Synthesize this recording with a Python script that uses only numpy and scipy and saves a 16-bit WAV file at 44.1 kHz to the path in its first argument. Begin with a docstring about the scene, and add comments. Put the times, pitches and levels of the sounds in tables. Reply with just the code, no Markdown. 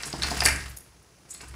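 """Puppy pawing at a door

In a small, hard room a puppy paws at a wooden door: claw tips tick, skidding claws rasp, pads thud
and rub, and the panel booms under its weight. As the paws slide down, the door knocks loudly against
its bolt, with light steel chinks. A claw skids on the floor; after a pause the pawing resumes softly."""
import sys
import numpy as np
from scipy import signal
from scipy.fft import rfft, irfft, next_fast_len
from scipy.io import wavfile
from scipy.ndimage import map_coordinates

SR = 44100
rng = np.random.default_rng(int(sys.argv[2]) if len(sys.argv) > 2 else 0)


def output_pcm(signal):
    """Save a mono or channel-first signal as 16-bit PCM at the path in sys.argv[1].

    Samples are clipped to [-1, 1] before scaling.
    """
    pcm = np.clip(np.atleast_2d(signal).T, -1, 1) * 32767
    wavfile.write(sys.argv[1], SR, np.round(pcm).astype(np.int16))


N = 68355  # 1.55 s


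def amp(db):
    """Decibels to gain."""
    return 10 ** (np.asarray(db) / 20)


def unit(x):
    """x scaled to rms 1."""
    return x / np.sqrt(np.mean(x ** 2) + 1e-20)


def along(points, hz):
    """Read (Hz, value) points along a log frequency axis."""
    freqs, values = np.transpose(points)
    return np.interp(np.log(hz + 1), np.log(freqs + 1), values)


def curve(points):
    """Join (s, value) points into one value per sample."""
    return np.interp(np.arange(N) / SR, *np.transpose(points))


def wobble(rate_hz):
    """A smooth random curve with rate_hz knots a second."""
    return map_coordinates(rng.standard_normal(256), [np.arange(N) * rate_hz / SR], mode="wrap")


def peak(hz, centre_hz, width_hz):
    """Gain of one resonance."""
    return 1 / np.sqrt(1 + (2 * (hz - centre_hz) / width_hz) ** 2)


def coloured(x, gain):
    """EQ x by gain(hz), minimum phase so that nothing rings ahead of an attack."""
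    size = 2 * next_fast_len(len(x))
    hz = np.fft.rfftfreq(size, 1 / SR)
    cepstrum = irfft(np.log(np.maximum(gain(hz), 1e-6)), size)
    cepstrum[1:size // 2] *= 2
    cepstrum[size // 2 + 1:] = 0
    return irfft(rfft(x, size) * np.exp(rfft(cepstrum)), size)[:len(x)]


def grit(size, spread_db):
    """Stick-slip grains: tiny impulses of uneven size."""
    noise, strength = rng.standard_normal((2, size))
    return unit(noise * amp(spread_db * np.clip(strength, -2, 2)))


def contact(rise_s, fall_s, spread_db, gain):
    """A coloured burst of grains that rises and dies away, near rms 1 over its main part."""
    t = np.arange(SR // 8) / SR
    envelope = np.minimum(t / rise_s, 1) * np.exp(-np.maximum(t - rise_s, 0) / fall_s)
    burst = coloured(envelope * grit(len(t), spread_db), gain)
    return burst * np.sqrt((rise_s + fall_s) * SR / np.sum(burst ** 2))


def add(track, start_s, sound):
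    """Mix a sound into the track at start_s."""
    part = track[max(round(start_s * SR), 0):][:len(sound)]
    part += sound[:len(part)]


def claw_taps():
    """Each claw tip strikes the wood with a hard tick and a brief ring."""
    taps = [(0.0334, -28, 4570), (.128, -29, 4700), (.197, -38, 4620), (0.2208, -23, 4180),
            (.233, -20, 4460), (.307, -27.5, 4900), (.405, -17.5, 4800), (.4538, -15.5, 4650),
            (.459, -23, 4870), (.475, -28, 4600), (.485, -24.5, 5300), (.621, -42.5, 4640),
            (1.332, -49, 3800), (1.347, -43, 4150), (1.368, -49, 4200), (1.409, -41.5, 4440),
            (1.412, -45.5, 2740)]  # claw strikes: start_s, level_db, ring_hz
    tick_eq = [(200, -18), (900, -9.5), (2200, -4.5), (3200, -8), (5300, -3), (6200, -7.5), (10500, -16.5),
               (12000, -37)]  # tone of a tick: freq_hz, gain_db
    ring_db = 16
    out = np.zeros(N)
    for start_s, level_db, ring_hz in taps:
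        ring = lambda hz: 1 + amp(ring_db) * peak(hz, ring_hz, width_hz=450)
        tone = lambda hz: amp(along(tick_eq, hz)) * ring(hz)
        tick = contact(rise_s=0.00059, fall_s=0.0023, spread_db=2, gain=tone)
        add(out, start_s, amp(level_db) * tick)
    return in_room(out, wet_db=-4)


def claw_scrapes():
    """A claw skidding over wood, metal or floor chatters in a short, bright rasp."""
    skids = [(0.023, 0.0097, -41, 7740), (.053, 0.013, -37, 8300), (0.061, 0.031, -40, 8200),
             (0.224, 0.013, -36.5, 8050), (0.296, 0.032, -39.5, 5200), (.375, .0024, -34, 9350),
             (0.396, 0.029, -38, 8650), (0.436, 0.0045, -30, 12800), (0.443, 0.024, -25.5, 9000),
             (0.4535, 0.0024, -23.5, 9000), (.458, 0.0035, -13.5, 6970), (0.4609, 0.0036, -17, 10100),
             (0.473, 0.0025, -21, 10000), (0.486, 0.0035, -25, 8550), (.559, 0.0055, -34.5, 7000),
             (.683, .039, -51.5, 12200), (0.763, 0.02, -44, 12700), (.771, 0.006, -37.5, 10400),
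             (0.784, 0.006, -43.5, 12200), (0.806, 0.0052, -46, 10500), (1.024, 0.013, -62.5, 10900),
             (1.288, 0.018, -54, 7700), (1.3, .022, -43.5, 7700), (1.336, 0.014, -43.5, 10760),
             (1.412, 0.0082, -46, 7850), (1.479, 0.019, -49.5, 8300)]  # claw skids: start_s, length_s, level_db, bright_hz
    rasp_eq = [(300, 0.5), (3000, -15.5), (5000, -3.5), (7000, 0.5), (10700, -1.5), (11800, -6.5)]  # tone of a rasp: freq_hz, gain_db
    out = np.zeros(N)
    for start_s, length_s, level_db, bright_hz in skids:
        edge = lambda hz: 1 + amp(16) * peak(hz, bright_hz, width_hz=1800)
        tone = lambda hz: amp(along(rasp_eq, hz)) * wood(hz) * edge(hz)
        rasp = contact(rise_s=0.34 * length_s, fall_s=0.4 * length_s, spread_db=7.5, gain=tone)
        add(out, start_s, amp(level_db) * rasp)
    return in_room(out, wet_db=-8)


def pad_thuds():
    """Soft pads land in woody bumps, mostly on the door and once on the floor, some low and dull, some higher."""
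    landings = [(.062, -40.5, 200), (.136, -32, 427), (.185, -41, 140), (.24, -37.5, 1000),
                (.313, -30, 600), (.418, -30, 660), (0.4544, -30.5, 795), (.481, -35.5, 850),
                (.548, -39, 144), (1.25, -57, 310), (1.404, -51, 646), (1.428, -47.5, 600),
                (1.538, -49, 1000)]  # pad landings: start_s, level_db, centre_hz
    thud_eq = [(40, -6), (140, 4), (230, -2.5), (400, 0.5), (550, -4), (720, -0.5), (1000, -1.5),
               (1400, -7), (6000, -9.5), (16000, -30)]  # tone of a bump: freq_hz, gain_db
    out = np.zeros(N)
    for start_s, level_db, centre_hz in landings:
        tone = lambda hz: amp(along(thud_eq, hz)) * wood(hz) * peak(hz, centre_hz, 2 * centre_hz)
        bump = contact(rise_s=0.0017, fall_s=0.013, spread_db=1.5, gain=tone)
        add(out, start_s, amp(level_db) * bump)
    return in_room(out, wet_db=-3)


def paw_drag():
    """Paws rub unevenly along the grain, sticking and slipping."""
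    rub_levels = [(0, -43), (.11, -45), (.21, -44), (.26, -35), (.44, -36), (.52, -50), (.61, -44),
                  (.71, -50.5), (.76, -58), (.9, -65.5), (1.25, -66), (1.32, -55.5), (1.39, -58),
                  (1.45, -53.5), (1.55, -59)]  # strength of the rubbing: time_s, level_db
    rub_eq = [(60, -10), (160, 9.5), (230, 1.5), (500, -1), (2000, 2), (3300, -3), (5000, 0.5),
              (6200, -4.5), (8000, -5), (10500, -11), (12000, -19.5), (15500, -17)]  # tone of the rubbing: freq_hz, gain_db
    flutter_db = 2.57 * wobble(rate_hz=170)
    grains = grit(N, spread_db=7.5) * amp(curve(rub_levels) + flutter_db)
    rub = coloured(grains, lambda hz: amp(along(rub_eq, hz)) * wood(hz))
    return in_room(unit(rub) * np.std(grains), wet_db=-8)  # the EQ leaves the level alone


def door_knocks():
    """The loose door clacks against its bolt and frame and fills the room."""
    knocks = [(.002, -41), (.223, -33.5), (.234, -32.5), (.418, -28), (0.4607, -18.5), (.481, -26.5),
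              (1.405, -48), (1.539, -53.5)]  # door hits: start_s, level_db
    knock_eq = [(100, -13.5), (600, -17.5), (1000, -9), (1250, -6), (1600, 0), (2350, -1), (2750, -2.5),
                (3300, -14.5), (5300, -23), (8000, -29), (16000, -51)]  # tone of a clack: freq_hz, gain_db
    tone = lambda hz: amp(along(knock_eq, hz)) * wood(hz)
    out = np.zeros(N)
    for start_s, level_db in knocks:
        clack = contact(rise_s=0.0016, fall_s=0.0076, spread_db=1.5, gain=tone)
        add(out, start_s, amp(level_db) * clack)
    return in_room(out, wet_db=-1)


def panel_boom():
    """The panel's lowest modes swell and go sharp under the puppy's weight, wavering slightly."""
    boom_levels = [(0, -54), (.12, -53), (.19, -42), (.25, -34.5), (.34, -41), (.39, -36), (.52, -32),
                   (.6, -40), (.68, -40.5), (.75, -44.5), (.83, -68), (.9, -59), (1.25, -76), (1.43, -54.5),
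                   (1.51, -42.5), (1.55, -42)]  # swell of the pushed panel: time_s, level_db
    panel_modes = [(43, -11), (63, 1.5), (105, -9.5), (132, -11)]  # bending modes: pitch_hz, relative_db
    stiffening = 0.1107  # fractional pitch rise at the heaviest push
    push = amp(curve(boom_levels))
    warped_s = np.cumsum(1 + stiffening * push / push.max()) / SR
    boom = np.zeros(N)
    for pitch_hz, relative_db in panel_modes:
        strength = amp(relative_db + wobble(rate_hz=20))
        phase = 2 * np.pi * pitch_hz * warped_s + 0.3 * wobble(rate_hz=12)
        boom += strength * np.sin(phase)
    return push * unit(boom)


def wood(hz):
    """Gain of the door's resonances, which colour the scrapes, thuds, rubbing and knocks."""
    wood_modes = [(1174, 26, -9.5), (1533, 130, -5.5), (2684, 160, -10.5), (5450, 110, -15),
                  (10200, 620, -2)]  # door resonances: centre_hz, width_hz, gain_db
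    return 1 + sum(amp(db) * peak(hz, centre, width) ** 2 for centre, width, db in wood_modes)


def bolt_chinks():
    """The steel bolt shakes in light, broken chinks."""
    chinks = [(.099, -40), (.183, -45), (.312, -37), (1.306, -37.5), (1.313, -40), (1.34, -43),
              (1.375, -50), (1.417, -48)]  # bolt rattles: start_s, level_db
    steel_modes = [(6940, 720, -7), (8050, 260, 1.5), (10880, 300, -8)]  # steel resonances: centre_hz, width_hz, gain_db
    steel = lambda hz: sum(amp(db) * peak(hz, centre, width) ** 2 for centre, width, db in steel_modes)
    out = np.zeros(N)
    for start_s, level_db in chinks:
        chink = contact(rise_s=0.001, fall_s=0.0064, spread_db=3.5, gain=steel)
        add(out, start_s, amp(level_db) * chink)
    return in_room(out, wet_db=-6)


def in_room(x, wet_db):
    """x plus the short tail of hard walls, each frequency dying at its own speed."""
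    decay_times = [(100, 0.58), (500, 0.37), (2000, 0.45), (4000, 0.34), (10000, 0.41), (16000, 0.27)]  # time for the room to fall 60 dB: freq_hz, decay_s
    hz, t, noise = signal.stft(rng.standard_normal(SR * 2 // 3), SR, nperseg=256)
    decay = amp(-60 * t / along(decay_times, hz)[:, None])
    tail = signal.istft(noise * decay, SR, nperseg=256)[1]
    tail *= 1 - np.exp(-np.arange(len(tail)) / SR / 0.0022)  # reflections build up
    return x + amp(wet_db) * signal.fftconvolve(x, tail / np.linalg.norm(tail))[:N]


def room_air():
    """Quiet, steady room tone: a low rumble with faint hiss."""
    air_eq = [(25, -37), (61, -8), (160, -9), (240, -20), (330, -13.5), (520, -19.5), (1020, -22.5),
              (1600, -27.5), (3600, -32.5), (6300, -25), (7600, -34), (10600, -30), (12000, -41)]  # tone of the still room: freq_hz, gain_db
    air = coloured(rng.standard_normal(N), lambda hz: amp(along(air_eq, hz)))
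    return amp(-58) * unit(air)


def scene():
    """Paws, door and room tone, heard close up in mono."""
    paws = claw_taps() + claw_scrapes() + pad_thuds() + paw_drag()
    door = door_knocks() + bolt_chinks() + panel_boom()
    return (paws + door + room_air())[None]


def record(dry):
    """A brick-wall low-pass takes off the very top of the treble."""
    top_hz = 15600
    size = next_fast_len(N + SR // 4)
    passband = np.fft.rfftfreq(size, 1 / SR) < top_hz
    return irfft(rfft(dry, size) * passband, size)[:, :N]


dry = scene()
out = record(dry)
output_pcm(out)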